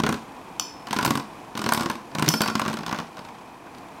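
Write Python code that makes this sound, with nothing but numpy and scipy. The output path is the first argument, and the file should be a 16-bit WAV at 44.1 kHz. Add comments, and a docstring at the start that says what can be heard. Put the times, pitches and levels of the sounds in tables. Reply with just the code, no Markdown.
"""A small quiet room, one microphone close to a thin plastic bowl where two metal-ringed tops spin.
Their tips whirr throughout. They jostle at once, each knock a click, a clack of the shell and a thud
of the bowl. At 0.6 s the metal rings meet and chime, fluttering with the spin. More bouts follow near
0.9, 1.6 and 2.1 s, each with a clink or a few; after 3 s only faint knocks are left over the whirr."""
import sys
import numpy as np
from scipy import signal
from scipy.fft import rfft, irfft, next_fast_len
from scipy.io import wavfile
from scipy.ndimage import map_coordinates

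SR = 44100
rng = np.random.default_rng(int(sys.argv[2]) if len(sys.argv) > 2 else 0)


def unload_wav(signal):
    """Save mono or channel-first audio to the path in sys.argv[1] as 16-bit WAV at rate SR, clipped to [-1, 1]."""
    wavfile.write(
        sys.argv[1],
        SR,
        np.round(np.clip(np.atleast_2d(signal).T, -1, 1) * 32767).astype(np.int16),
    )


N = 4 * SR


def amp(db):
    """Decibels to gain."""
    return 10 ** (np.asarray(db) / 20)


def along(points, hz):
    """(f/Hz, value) points read on a log frequency axis."""
    f, v = np.transpose(points)
    return np.interp(np.log(hz + 1), np.log(f + 1), v)


def filtered(x, gain):
    """x times a gain that depends on frequency."""
    m = next_fast_len(x.shape[-1] + 600)
    return irfft(rfft(x, m) * gain(np.fft.rfftfreq(m, 1 / SR)), m)[..., :x.shape[-1]]


def noise(colour, shape):
    """Coloured noise of rms 1."""
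    x = filtered(rng.standard_normal(shape), lambda hz: amp(along(colour, hz)))
    return x / x.std()


def fade(t, t60):
    """Exponential decay, 60 dB down after t60 seconds."""
    return np.exp(-np.log(1000) * t / t60)


def levelled(x, size):
    """Each row brought to rms 1 over its first samples."""
    return x / np.sqrt(np.mean(x[..., :size] ** 2, axis=-1, keepdims=True))


def burst(colour, count, rise_s, t60, size=2600):
    """Rows of short noise bursts: dense, quickly damped modes."""
    t = np.arange(size) / SR
    return noise(colour, (count, size)) * (1 - np.exp(-t / rise_s)) * fade(t, t60)


def placed(times, db, sounds):
    """Sounds laid out at their times and levels."""
    out = np.zeros(N + 2 * SR)
    for s, gain, sound in zip(times, amp(db), sounds):
        out[max(0, round(s * SR)):][:len(sound)] += gain * sound
    return out[:N]


# Decay of the small room: f/Hz, t60/s
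ROOM_DECAY = [(100, 0.27), (300, 0.13), (1000, 0.28), (4000, 0.44), (9000, 0.38), (16000, 0.23)]
# Colour of the room at the microphone: f/Hz, level/dB
ROOM_COLOUR = [(70, -18), (130, 2.5), (230, -7.5), (450, -3), (1000, -7.5), (3000, -9.5), (7000, -10.5),
               (15000, -10)]
def room(x, count=12, delay_s=0.007):
    """The nearby walls answer; the tail changes as the tops move about."""
    hz, t, spectra = signal.stft(rng.standard_normal((count, SR * 2 // 5)), SR, nperseg=256)
    t60 = along(ROOM_DECAY, hz)[:, None]
    decay = fade(t, t60) * np.sqrt(2 * np.log(1000) / (t60 * SR))  # equal energy in every band
    colour = amp(along(ROOM_COLOUR, hz))[:, None]
    tails = signal.istft(spectra * decay * colour, SR, nperseg=256)[1]
    hop, overlap = N // count, SR // 100
    ramp = np.arange(hop + overlap) / overlap
    crossfade = np.sqrt(np.clip(np.minimum(ramp, ramp[::-1]), 0, 1))
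    out = np.zeros(N + SR)
    for k, tail in enumerate(tails):
        piece = x[k * hop:][:len(crossfade)]
        wet = signal.fftconvolve(piece * crossfade[:len(piece)], tail)
        out[round(delay_s * SR) + k * hop:][:len(wet)] += wet
    return out[:N]


# Colour of a hard contact, heard close: f/Hz, level/dB
CONTACT_COLOUR = [(150, -60), (600, -24), (1600, 2), (2600, 5.5), (4000, 5.5), (6000, 1.5), (7000, -5),
                  (8500, -7.5), (11000, -18), (13500, -14.5), (16000, -59)]
def contacts(count, rise_s=0.00023, t60=0.024, size=2600):
    """Brief bright touches, the stuff of every tick and click in the bowl."""
    return burst(CONTACT_COLOUR, count, rise_s, t60, size)


# Rough overall colour of the steady low whirr; the small peaks and dips are incidental: f/Hz, level/dB
WHIRR_COLOUR = [(15, -37.5), (25, -11.5), (84, -8), (263, 2), (344, 1), (405, -5.5), (476, -1), (545, -7.5),
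                (714, 0), (796, 0.5), (1020, 0.5), (1290, -9), (2220, -15), (2480, -10), (2760, -19),
                (3080, -17), (3620, -22), (11300, -30.5), (16000, -39)]
# The whirr at the microphone: t/s, level/dB
WHIRR_LEVEL = [(0, -41), (.8, -42), (1.5, -42), (2.8, -41.5), (3.4, -42.5), (4, -42.5)]
def whirr(spin_hz=29.1, wobble_db=0.5, ticks_per_s=24):
    """The tips rub on the floor, swelling once a turn, with faint random ticks."""
    t = np.arange(N) / SR
    drift = map_coordinates(rng.standard_normal(64), [t * 8])
    sway_db = wobble_db * np.sin(2 * np.pi * spin_hz * t + 2 * drift) + 0.5 * drift
    rub = amp(np.interp(t, *np.transpose(WHIRR_LEVEL)) + sway_db) * noise(WHIRR_COLOUR, N)
    count = int(ticks_per_s * N / SR)
    when, softness = rng.random((count, 2)).T
    ticks = levelled(contacts(count), size=180)
    return rub + placed(when * N / SR, -54 - 8 * softness, ticks)


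def scrapes(knock_s, click_db, ticks_each=3, span_s=0.038):
    """After each knock the rim drags on for a moment in gritty ticks."""
    starts, db = np.repeat([knock_s, click_db], ticks_each, axis=1)
    lateness = rng.random(len(starts))
    ticks = levelled(contacts(len(starts), rise_s=0.0001, t60=0.011, size=400), size=100)
    return placed(starts + span_s * lateness, db - 14.5 + lateness, ticks)


# Modes of a metal ring: f/Hz
RING_HZ = [2455, 3100, 4587, 5295, 5927, 5950, 7640, 10562, 13040]
# The same modes, row for row: level/dB, t60/s
RING_MODES = [(-17, .5), (2, .04), (-3, .33), (1, .6), (-6, .33), (7, .035), (-18, .1), (-10, .35),
              (-9, .32)]
# Where a strike sets its low, main, high and overtone levels: f/Hz
STRIKE_HZ = [4587, 5295, 5927, 7640]
def chime(strike_db, flutter_hz, flutter_depth=0.42, wanders_per_s=156):
    """A struck ring; its spin splits every mode into a beating pair and blurs the highest."""
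    t = np.arange(SR * 3 // 4) / SR
    beat = np.pi * flutter_hz * t
    out = np.zeros(len(t))
    for hz, (db, t60) in zip(RING_HZ, RING_MODES):
        wander = map_coordinates(rng.standard_normal(400), [t * wanders_per_s])
        blur = 0.94 * (hz / 10000) ** 2 * wander  # radians, from the motion of the top
        phase = 2 * np.pi * hz * t + blur + rng.uniform(0, 2 * np.pi)
        pair = np.sin(phase - beat) + flutter_depth * np.sin(phase + beat)
        out += amp(db + np.interp(hz, STRIKE_HZ, strike_db)) * pair * fade(t, t60)
    return out


# Colour of metal on metal, heard close: f/Hz, level/dB
CRACK_COLOUR = [(200, -70), (800, -6), (2000, -7.5), (3100, -2), (3900, -3.5), (4800, 5), (6000, -9.5),
                (6800, -0.5), (7700, -2.5), (10500, -11.5), (13000, -4.5), (16000, -14)]
def crack(db_per_octave):
    """The hard instant when ring hits ring, tilted brighter or duller."""
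    colour = [(hz, db + db_per_octave * np.log2(hz)) for hz, db in CRACK_COLOUR]
    return levelled(burst(colour, 1, rise_s=0.0006, t60=0.012)[0], size=180)


# Ring against ring: t/s, crack level/dB, crack tilt/(dB per octave),
# low mode/dB, main mode/dB, high mode/dB, overtones/dB, flutter/Hz
RING_STRIKES = [(0.5968, -21.5, -2.5, -34, -35.5, -26, -64, 69),
                (1.0553, -27, 13, -60, -56, -60, -56, 46.3), (1.0623, -28.5, 0, -40, -49, -47, -58, 46),
                (1.735, -20.5, 3, -56, -41, -58.5, -54, 46),
                (2.2879, -15, 1.5, -32, -28.5, -21, -28.5, 25.2),
                (2.3384, -38, 4, -31, -28, -44, -33, 22.7), (2.417, -23.5, 3, -25, -48, -52, -51, 34.6)]
def clinks():
    """Metal meets metal: cracks, then chimes whose mix of modes is set by the point of contact."""
    times, crack_db, tilts = np.transpose(RING_STRIKES)[:3]
    cracks = [crack(tilt) for tilt in tilts]
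    chimes = [chime(strike_db=row[3:7], flutter_hz=row[7]) for row in RING_STRIKES]
    return placed(times, crack_db, cracks), placed(times, np.zeros(len(times)), chimes)


# Modes of the bowl: f/Hz, level/dB, t60/s
BOWL_MODES = [(168, -8, .14), (223, -4, .15), (255, 4, .028), (322, -6, .08), (410, -13, .035),
              (584, -14, .08), (730, -12, .06)]
# Dense flexing of its thin wall: f/Hz, level/dB
FLEX_COLOUR = [(40, -23), (90, -21), (170, -6), (240, 0), (330, -3), (480, -8), (800, -20), (2000, -50)]
def thuds(count, pitch_spread=0.022, scatter_db=1.5, flex_db=-8):
    """The bowl is pushed down and swings back; the mix of modes depends on where it is hit."""
    t = np.arange(SR // 8) / SR
    modes = np.zeros((count, len(t)))
    for hz, db, t60 in BOWL_MODES:
        detune, strength = rng.standard_normal((2, count, 1))
        swing = np.sin(2 * np.pi * hz * (1 + pitch_spread * detune) * t)
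        modes -= amp(db + scatter_db * strength) * swing * fade(t, t60)
    flex = levelled(burst(FLEX_COLOUR, count, rise_s=0.00038, t60=0.062, size=len(t)), size=400)
    return levelled(levelled(modes, size=400) + amp(flex_db) * flex, size=400)


# Colour of a top's plastic shell, heard close: f/Hz, level/dB
SHELL_COLOUR = [(60, -64), (200, -26), (450, -10), (700, -8.5), (900, -5), (1030, 1.5), (1230, -11.5),
                (1430, -2.5), (1800, -13.5), (2600, -17.5), (5000, -45.5)]
def clacks(pitch_hz, peak_s=0.003, mode_db=-2.5):
    """The shell answers with a cluster of modes; the place of the blow picks one that stands out."""
    cluster = levelled(burst(SHELL_COLOUR, len(pitch_hz), rise_s=0.0012, t60=0.048), size=350)
    t = np.arange(cluster.shape[1]) / SR
    swell = (t / peak_s * np.exp(-t / peak_s)) ** 2
    mode = levelled(np.sin(2 * np.pi * pitch_hz[:, None] * t) * swell, size=350)
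    return levelled(cluster + amp(mode_db) * mode, size=350)


# Treble shelf of a click: f/Hz, multiple of the knock's treble/dB
TREBLE_SHELF = [(5500, 1), (9000, 2.5)]
def clicks(treble_db):
    """The contact that opens each knock, each with its own brightness."""
    touches = contacts(len(treble_db))
    shelved = filtered(touches, lambda hz: amp(treble_db[:, None] * along(TREBLE_SHELF, hz)))
    return levelled(shelved, size=180)


# The tops jostling just in front of the microphone, levels relative within each column:
# t/s, thud level/dB, clack level/dB, click level/dB, clack f/Hz, click treble/dB
KNOCKS = [(0.0005, -17, -23, -29, 970, 2), (0.0362, -15.5, -23.5, -26, 1395, -4),
          (0.0647, -20.5, -23, -28, 1050, 3.5), (0.0903, -16.5, -24, -29, 1140, 5),
          (0.1255, -22, -28, -31, 1005, 6.5), (0.1416, -23, -33, -35, 980, 0),
          (0.8702, -40, -37.5, -37.5, 1110, 2), (0.8855, -43, -42, -45, 900, 6),
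          (0.909, -26, -33.5, -30.5, 966, 1), (0.929, -52.5, -21, -26.5, 923, 3),
          (0.943, -37, -34, -39, 990, 8), (0.9637, -20.5, -28.5, -31.5, 1160, -3),
          (0.968, -30.5, -48.5, -31, 1160, 1), (0.9877, -27, -20.5, -27, 1350, 3),
          (1.0101, -26, -28, -35, 980, 3), (1.0276, -21, -26.5, -28, 1110, 4),
          (1.0486, -49.5, -19.5, -23.5, 1000, 8), (1.0604, -18.5, -26, -26, 1315, 1),
          (1.0767, -16, -26, -30, 1140, 2), (1.1067, -14, -21, -24, 1105, 5),
          (1.1537, -19, -24.5, -29.5, 1156, 6), (1.1743, -25, -26.5, -32.5, 1010, 7),
          (1.1975, -26, -31.5, -36.5, 1060, -2.5), (1.5526, -27.5, -36.5, -38, 1030, 0),
          (1.5682, -52, -37.5, -43, 965, 1), (1.5751, -34, -29.5, -29.5, 1020, 5),
          (1.5925, -24.5, -33, -33, 1170, 3), (1.6171, -37, -29, -33, 1120, 5),
          (1.641, -24.5, -33, -29.5, 990, -2), (1.6626, -18.5, -24.5, -27.5, 1080, 3),
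          (1.69, -22, -22.5, -23.5, 970, 5), (1.7214, -23.5, -16, -25.5, 1080, 10),
          (1.7467, -24, -30, -26, 1000, 7), (1.775, -20, -25.5, -28.5, 1010, 3),
          (1.7966, -35, -28.5, -34, 1040, 0), (1.8086, -21, -26.5, -29.5, 1080, 7.5),
          (1.8222, -49, -32, -36.5, 1070, 1), (1.8323, -29, -30, -35.5, 1230, 8),
          (1.8593, -20.5, -26, -30, 1110, -3), (1.899, -23, -22.5, -30, 1050, 5.5),
          (1.9134, -52, -41, -37.5, 1070, 5), (1.9539, -33, -40.5, -43, 1090, 1),
          (2.1155, -42, -45, -50, 1020, -6), (2.1505, -25.5, -28.5, -30.5, 1150, 3),
          (2.1848, -20.5, -31, -29, 1270, 1), (2.1948, -48, -25.5, -32.5, 1060, 9),
          (2.224, -15, -23.5, -24, 1040, 5.5), (2.2456, -28, -30.5, -38, 970, 5),
          (2.2614, -47, -35, -30.5, 1320, -0.5), (2.2722, -20, -42, -40, 1090, -2),
          (2.2793, -15, -28, -23.5, 1155, 1.5), (2.301, -48, -30, -42, 1380, 2),
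          (2.3382, -19, -24, -25.5, 940, 2), (2.4064, -16.5, -22.5, -26, 1014, 4),
          (2.4169, -51, -24.5, -24, 1060, 6), (2.436, -48, -25.5, -33, 1083, -7),
          (2.4594, -27, -23.5, -32, 970, -4.5), (2.4769, -38, -38, -27, 1090, 1.5),
          (2.483, -24, -24.5, -28.5, 1060, -2), (2.5, -25, -27, -34, 1384, 1),
          (2.5537, -17, -22, -25.5, 1090, 2), (2.5953, -51, -20.5, -30, 1130, 8),
          (2.6168, -22.5, -25, -29, 1110, -2), (2.6508, -36, -30, -36, 1100, 0),
          (2.661, -23.5, -27, -35, 1170, -9), (2.6799, -23, -28, -30, 950, 3.5),
          (2.6892, -45, -37, -39, 1070, 0), (2.6993, -26, -31, -39, 1020, 4),
          (2.7074, -26.5, -35, -42, 1010, -2), (2.73, -49, -32, -35.5, 1030, 5),
          (2.7395, -23, -33, -34.5, 1094, 3), (2.7702, -37, -33.5, -36, 1340, 2),
          (2.7886, -30, -36.5, -38, 1160, -2), (2.8074, -31, -38, -44, 855, -3),
          (2.8329, -34, -34.5, -39.5, 976, -9), (2.8637, -30, -30.5, -31.5, 1026, 2),
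          (2.8804, -29.5, -31, -37, 1050, -2), (2.893, -34, -30, -35.5, 960, -4),
          (2.9118, -35.5, -30.5, -38, 1120, 2), (2.9269, -22, -24.5, -32, 1177, 2),
          (2.946, -40, -32, -38, 1170, -3), (2.961, -50, -40, -40, 1050, -6.5),
          (2.9766, -49, -43, -42, 1150, -5), (2.9874, -28, -28.5, -33.5, 1116, -3),
          (3.0, -27.5, -33, -38, 980, -2), (3.1696, -45, -40, -44, 1000, 0),
          (3.1811, -57, -39, -47, 1080, -1), (3.1915, -34, -38, -43, 910, -2),
          (3.2493, -44, -41, -46, 950, -2), (3.2874, -50, -43.5, -49, 800, -3),
          (3.6665, -51, -43.5, -59, 980, -1), (3.7483, -68, -57, -50, 910, -6),
          (3.783, -60, -65, -50, 855, 7)]
def knocks(spike_s=0.0002):
    """Every knock: a pressure spike, a click, the shell's clack, the bowl's thud and a short scrape."""
    times, thud_db, clack_db, click_db, pitch_hz, treble_db = np.transpose(KNOCKS)
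    age = np.arange(SR // 200) / SR / spike_s
    spike = (age - 1) * np.exp(-age)
    return (placed(times, click_db + 13, [spike] * len(times))
            + placed(times, click_db + 1, clicks(treble_db))
            + placed(times, thud_db - 3.5, thuds(len(times)))
            + placed(times, clack_db, clacks(pitch_hz))
            + scrapes(times, click_db))


def scene():
    """Knocks and clinks in the room, over the whirr of the tips; the small bowl radiates little bass."""
    bass_cut = signal.butter(2, 105, "highpass", fs=SR, output="sos")
    plastic = signal.sosfilt(bass_cut, knocks())
    cracks, chimes = clinks()
    echo = room(plastic + amp(2) * cracks + amp(-13) * chimes)
    return (plastic + cracks + chimes + echo + whirr())[None]


def record(dry):
    """One microphone, into a recorder that keeps nothing above its band limit."""
    return filtered(dry, lambda hz: hz < 15900)


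dry = scene()
out = record(dry)
unload_wav(out)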